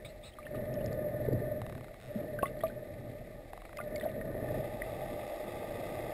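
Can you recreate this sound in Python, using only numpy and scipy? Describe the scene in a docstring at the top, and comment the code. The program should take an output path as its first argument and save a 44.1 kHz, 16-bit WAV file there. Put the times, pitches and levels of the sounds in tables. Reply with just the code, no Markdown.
"""A small sealed camera is drawn along under the sea. In an opening lull bubbles plink and the tether,
most likely, squeaks. From 0.6 s surges churn and ring the housing; eddies thud on the shell. As the
first ebbs the tether ticks, then creaks near 2 s as the pull returns. A knock and close glugs come in
the next surge, and more ticks follow its ebb. From 4.5 s the water turns into a brighter rush.
Throughout, the recorder holds each sample, which mirrors the sound into the treble."""
import sys
import numpy as np
from scipy import signal
from scipy.fft import rfft, irfft, next_fast_len
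from scipy.io import wavfile
from scipy.ndimage import map_coordinates

SR = 44100
rng = np.random.default_rng(int(sys.argv[2]) if len(sys.argv) > 2 else 0)


def persist_wave(psi):
    """Save psi, clipped to +-1, as 16-bit WAV."""
    counts = np.round(np.clip(psi, -1, 1) * 32767).astype(np.int16)
    wavfile.write(sys.argv[1], SR, np.atleast_2d(counts).T)


N = 270333
TIME = np.arange(N) / SR

# tether squeaks, one curve each: t/s, f/Hz, relative level/dB
SQUEAK_CURVES = [
    [(.047, 1145, -58), (.050, 1145, -48.5), (.062, 1253, -48), (.08, 1264, -57.5), (.105, 1410, -60),
     (.12, 1370, -70)],
    [(.228, 1207, -64), (.238, 1194, -50), (.255, 1306, -52), (.28, 1286, -51), (.297, 1290, -59),
     (.308, 1240, -60)],
]
# squeak spectrum: harmonic number, relative level/dB
SQUEAK_HARMONICS = [(1, -4.5), (2, -1), (3, 4.5), (4, -12.5)]
# tether mount: f/Hz, relative level/dB, t60/s
MOUNT_MODES = [(720, -1.5, 0.024), (1160, -2.5, .013), (1444, -2, 0.012), (1980, -4.5, .009),
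               (2610, -7, 0.0071), (3720, -11, 0.0073), (5340, -19.5, 0.0046)]
# runs of tether slips: first level/dB, tilt/(dB/octave), t/s of each slip
SLIP_RUNS = [(-37.5, 0.5, (1.6168, 1.6646, 1.6965, 1.7242, 1.7514, 1.779, 1.809, 1.8432, 1.8826, 1.9422)),
             (-39, -1, (3.5328, 3.576, 3.6187, 3.6522, 3.6925, 3.7293))]
# tether creak: t/s, slip rate/Hz, relative level/dB
CREAK_CURVE = [(1.97, 56, -60), (2.0, 75, -42), (2.06, 130, -42), (2.12, 122, -48), (2.18, 170, -44.5),
               (2.25, 120, -56)]
# collapsing minute bubbles: t/s, f/Hz, level/dB
BUBBLE_SNAPS = [(.7407, 5340, -44.5), (.861, 5100, -39.5), (0.93, 4600, -45), (1.332, 4630, -49),
                (3.7712, 4920, -40), (3.8385, 3700, -47.5), (3.9592, 4570, -34.5)]
# large bubbles: t/s, f/Hz, level/dB
LARGE_BUBBLES = [(0.049, 2240, -42), (.336, 3200, -53.5), (0.386, 1197, -39.5), (0.429, 2320, -47),
                 (0.454, 2707, -50.5), (0.4666, 1804, -37.5), (0.547, 1210, -43.5), (2.389, 1544, -32),
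                 (2.426, 2670, -37.5), (2.4312, 1100, -21.5), (2.457, 2030, -33), (2.4545, 1210, -39),
                 (2.468, 3500, -44), (2.48, 2700, -50), (2.607, 1880, -38), (2.6107, 3280, -48),
                 (2.6351, 1172, -30), (2.636, 639, -20.5), (2.668, 2430, -44.5), (2.699, 1530, -45),
                 (3.7712, 2060, -40), (3.785, 2510, -41), (3.789, 1180, -35), (3.802, 1420, -37),
                 (3.8112, 2050, -37.5), (3.962, 2180, -37), (3.9985, 3580, -43), (4.0105, 1900, -35),
                 (4.052, 644, -28.5), (4.213, 1830, -37)]
# swarms of tiny bubbles: t/s, spread/s, typical level/dB
BUBBLE_SWARMS = [(.42, 0.048, -56), (.56, 0.014, -56), (.8, .04, -52), (2.25, .1, -58), (2.465, 0.018, -55),
                 (2.635, 0.033, -51), (3.08, .08, -62), (3.8, 0.016, -61), (4.049, 0.038, -49)]
# short thuds, a sharp knock, a glug and a high pip: t/s, f/Hz, level/dB, rise/s
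THUDS_AND_BLIPS = [(1.2855, 430, -21, 0.0019), (1.324, 477, -26.5, 0.0021), (1.334, 277, -22, 0.0017),
                   (1.339, 114, -26.5, 0.0073), (2.154, 218, -29.5, 0.0076), (2.4296, 394, -17, 0.00028),
                   (2.4304, 647, -18.5, 0.0014), (3.802, 610, -32.5, 0.0022), (4.061, 670, -28, 0.0024),
                   (4.351, 464, -28, 0.00098), (4.428, 200, -23, .00067), (4.8194, 1955, -28, 0.0013)]
# surges: full-flow t/s, slackening t/s, first level/dB, last level/dB
FLOW_SURGES = [(-.1, 0.007, -47, -49), (0.556, 1.471, -40.5, -39.5), (2.165, 3.384, -42.5, -52),
               (3.872, 4.552, -42, -39.5), (4.8, 6.13, -46, -45)]
# rumble swells and dips from passing eddies: t/s, half-width/s, gain/dB
EDDY_SWELLS = [(.88, 0.11, 6), (1.32, .11, 7.5), (1.75, 0.17, 9.5), (3.05, 0.17, 8), (4.05, 0.26, -3.5),
               (4.58, 0.066, 5), (5.36, 0.084, -27)]
# fast rush: t/s, level/dB
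RUSH_CURVE = [(0, -59.5), (3.7, -56.5), (4.28, -59.5), (4.5, -46), (5.2, -43), (6.13, -42)]
# water noise spectra: f/Hz, relative density/dB
SWAY_SPECTRUM = [(10, -26), (24, -17), (31, 7.5), (38, 7), (46, 8), (56, -19), (75, -0.5), (120, -23),
                 (400, -38.5)]
BUFFET_SPECTRUM = [(35, -9), (62, -7.5), (90, -2), (110, 3.5), (128, 4.5), (160, -6), (220, -14.5),
                   (500, -63)]
CHURN_SPECTRUM = [(60, -26), (130, -7), (175, -0.5), (245, 1), (300, -2.5), (400, -2.5), (470, -2.5),
                  (550, -1.5), (690, -11), (1000, -44), (3000, -60)]
HISS_SPECTRUM = [(100, 17.5), (800, -6.5), (1100, -25), (2000, 9), (3000, -11.5), (4000, -4.5), (5900, -30)]
# housing modes in slow and fast flow: f/Hz, half-width/Hz, relative level/dB
SLOW_FLOW_MODES = [(599.7, 31, 4), (858, 30, -23), (1050, 44, -30.5), (1215, 47, -23.5), (1504, 48, -27.5),
                   (1788, 49, -17.5), (1900, 133, -24.5), (2480, 170, -41.5), (3580, 450, -47.5)]
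FAST_FLOW_MODES = [(342, 35, 3), (510, 86, 3), (655, 49, 6.5), (795, 56, 2), (1195, 66, -6.5),
                   (1555, 31, -15), (2014, 150, -9), (2545, 200, -16.5), (3544, 380, -20), (4930, 640, -29)]


def amp(db):
    """Decibels to gain."""
    return 10 ** (np.asarray(db) / 20)


def unit(x):
    """Scale to rms 1."""
    return x / np.sqrt(np.mean(x ** 2) + 1e-20)


def curves(rows):
    """Per-sample values of each column after the time."""
    times_s, *columns = np.transpose(rows)
    return [np.interp(TIME, times_s, column) for column in columns]


def during(rows):
    """True between a curve's first and last row."""
    return (TIME > rows[0][0]) & (TIME < rows[-1][0])


def wobble(rate_hz):
    """Smooth random curve, knots at rate_hz."""
    return map_coordinates(rng.standard_normal(int(N * rate_hz / SR) + 4), [TIME * rate_hz])


def colour(points):
    """Response through (f/Hz, level/dB) points, log frequency axis."""
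    knots_hz, db = np.transpose(points)
    return lambda hz: amp(np.interp(np.log(hz + 1), np.log(knots_hz), db))


def resonances(modes):
    """Response of steep-sided modes, summed in power."""
    return lambda hz: np.sqrt(sum((amp(db) / (1 + ((hz - centre_hz) / width_hz) ** 2)) ** 2
                                  for centre_hz, width_hz, db in modes))


def filtered(x, response):
    """Apply a frequency response."""
    size = next_fast_len(N + SR // 2)
    return irfft(rfft(x, size) * response(np.fft.rfftfreq(size, 1 / SR)), size)[:N]


def add(track, at_s, sound):
    """Mix a sound into a track."""
    part = track[max(round(at_s * SR), 0):][:len(sound)]
    part += sound[:len(part)]


def squeaks(chatter_hz=225, chatter_depth=0.61, jitter=0.014, rasp_rad=0.78):
    """Very fast stick-slip: a thin, rasping tone chopped by slower chatter."""
    track = np.zeros(N)
    for rows in SQUEAK_CURVES:
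        hz, db = curves(rows)
        phase = 2 * np.pi * np.cumsum(hz * (1 + jitter * wobble(600))) / SR
        # uneven grip smears each harmonic separately
        tone = sum(amp(harmonic_db) * np.sin(k * phase + rasp_rad * wobble(900))
                   for k, harmonic_db in SQUEAK_HARMONICS)
        chatter_phase = 2 * np.pi * np.cumsum(chatter_hz * (1 + 0.052 * wobble(45))) / SR
        chatter = 1 + chatter_depth * np.sin(chatter_phase)
        track += amp(db - 5) * during(rows) * chatter * unit(tone)
    return track


def slip(db, tilt_db_per_oct, vary_db=1.5, detune=0.026, rebound=0.77, rebound_s=0.00183):
    """A tether jerk rings the mount at random mode strengths, then rebounds once."""
    t = np.arange(SR // 30) / SR
    hz, mode_db, t60_s = np.transpose(MOUNT_MODES)[:, :, None]
    mode_db = mode_db + tilt_db_per_oct * np.log2(hz / 1500) + vary_db * rng.standard_normal(hz.shape)
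    phase = 2 * np.pi * hz * (1 + detune * rng.standard_normal(hz.shape)) * t
    sign = (-1) ** np.arange(len(MOUNT_MODES))[:, None]  # opposed neighbours: one dry, broad click
    ring = amp(db) * np.sum(sign * amp(mode_db - 60 * t / t60_s) * np.sin(phase), 0)
    delay_s = rebound_s * rng.uniform(0.494, 1.5)
    return ring + rebound * np.interp(t - delay_s, t, ring, left=0)


def ticks(fade_db_per_doubling=2.5):
    """Single slips as the flow ebbs, weakening with their count."""
    track = np.zeros(N)
    for first_db, tilt_db_per_oct, times_s in SLIP_RUNS:
        for count, at_s in enumerate(times_s, 1):
            add(track, at_s, slip(first_db - fade_db_per_doubling * np.log2(count), tilt_db_per_oct))
    return track


def creak():
    """Light slips crowd together as the pull returns."""
    track = np.zeros(N)
    rate_hz, db = curves(CREAK_CURVE)
    slip_count = np.cumsum(rate_hz * amp(0.75 * wobble(50)) * during(CREAK_CURVE)) / SR
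    for sample in np.flatnonzero(np.diff(np.floor(slip_count))):
        add(track, sample / SR, slip(db[sample] - 9.5, tilt_db_per_oct=6.0, rebound=0.3))
    return track


def bubble(hz, db, t60_s, glide=0.036, attack_cycles=0.41, tear_db=-11, tear_s=0.0021):
    """The neck tears with a noise burst; the bubble rings, pitch creeping up."""
    t = np.arange(SR // 6) / SR
    cycles = hz * (t + glide * t ** 2 / (2 * t60_s))
    ring = amp(-60 * t / t60_s) * (1 - np.exp(-cycles / attack_cycles)) * np.sin(2 * np.pi * cycles)
    band = signal.butter(2, [0.45 * hz, 1.2 * hz], "band", fs=SR, output="sos")
    tear = unit(signal.sosfilt(band, rng.standard_normal(len(t))))
    return amp(db) * (ring + amp(tear_db) * tear * np.exp(-t / tear_s))


def snaps():
    """Minute bubbles collapse: high clicks, hardly any ring."""
    track = np.zeros(N)
    for at_s, hz, db in BUBBLE_SNAPS:
        add(track, at_s, bubble(hz, db, t60_s=0.0076))
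    return track


def bubbles(swarm_hz=2600, scatter=0.324, max_hz=4200, t60_cycles=40, per_swarm=16):
    """Large single bubbles and swarms of tiny ones; lower ones ring longer."""
    track = np.zeros(N)
    for at_s, hz, db in LARGE_BUBBLES:
        add(track, at_s, bubble(hz, db, t60_s=0.078 * (hz / 1000) ** -0.94))
    for at_s, spread_s, db in BUBBLE_SWARMS:
        for offset, pitch, strength in rng.standard_normal((per_swarm, 3)):
            hz = min(swarm_hz * np.exp(scatter * pitch), max_hz)
            add(track, at_s + spread_s * offset, bubble(hz, db + 2 * strength, t60_cycles / hz))
    return track


def thuds_and_blips():
    """Short thuds, a sharp knock, a glug and a high pip: tones that swell and die quickly."""
    track = np.zeros(N)
    t = np.arange(SR // 10) / SR
    for at_s, hz, db, rise_s in THUDS_AND_BLIPS:
        envelope = t / rise_s * np.exp(1 - t / rise_s)
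        add(track, at_s, -amp(db) * envelope * np.sin(2 * np.pi * hz * t))
    return track


def turbulence(response, lump_db, lump_hz):
    """Lumpy noise driving a response; rms 1."""
    drive = rng.standard_normal(N) * amp(lump_db * wobble(lump_hz))
    return unit(filtered(drive, response))


def surges_db(rise_db_per_s=96, ebb_db_per_s=36.5, lull_db=-66.0):
    """Flow level: each surge builds fast, holds with a drift, ebbs slowly."""
    flow_db = np.full(N, lull_db)
    for full_s, slack_s, first_db, last_db in FLOW_SURGES:
        held_db = np.interp(TIME, [full_s, slack_s], [first_db, last_db])
        rise_db = rise_db_per_s * np.minimum(TIME - full_s, 0)
        ebb_db = ebb_db_per_s * np.maximum(TIME - slack_s, 0)
        flow_db = np.maximum(flow_db, held_db + rise_db - ebb_db)
    return flow_db


def water(buffet_db=-4.5, churn_db=-3, churn_swell_share=0.41, ring_db=0.5, sway_db=-55.5, hiss_db=-59):
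    """Flow buffets, churns and rings the housing, with slow sway, a late rush and faint hiss."""
    flow_db = surges_db()
    swell_db = sum(db * np.exp(-((TIME - at_s) / width_s) ** 2) for at_s, width_s, db in EDDY_SWELLS)
    rush_db, = curves(RUSH_CURVE)
    buffet_gain = amp(flow_db + buffet_db + swell_db)
    churn_gain = amp(flow_db + churn_db + churn_swell_share * swell_db)
    sway = amp(sway_db) * unit(filtered(rng.standard_normal(N), colour(SWAY_SPECTRUM)))
    buffet = buffet_gain * turbulence(colour(BUFFET_SPECTRUM), lump_db=0.8, lump_hz=79)
    churn = churn_gain * turbulence(colour(CHURN_SPECTRUM), lump_db=2.0, lump_hz=150)
    ring = amp(flow_db + ring_db) * turbulence(resonances(SLOW_FLOW_MODES), lump_db=1.0, lump_hz=150)
    rush = amp(rush_db) * turbulence(resonances(FAST_FLOW_MODES), lump_db=2.0, lump_hz=350)
    hiss = amp(hiss_db) * turbulence(colour(HISS_SPECTRUM), lump_db=3.5, lump_hz=130)
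    return sway + buffet + churn + ring + rush + hiss


def scene():
    """All sources at one microphone inside the housing."""
    return (water() + bubbles() + snaps() + thuds_and_blips() + ticks() + creak() + squeaks())[None]


def record(dry, hold_hz=12000, top_hz=15600, mirror_db=0.53):
    """Sample-and-hold mirrors the band about the hold rate, weakest right beside it."""
    band = filtered(dry[0], lambda hz: 1 / np.sqrt(1 + (hz / (0.48 * hold_hz)) ** 60))
    sidebands = band * 2 * np.cos(2 * np.pi * hold_hz * TIME)
    mirror = filtered(sidebands, lambda hz: (hold_hz - hz) / np.maximum(hz, hold_hz / 2))
    return filtered(band + amp(mirror_db) * mirror, lambda hz: hz < top_hz)[None]


dry = scene()
out = record(dry)
persist_wave(out)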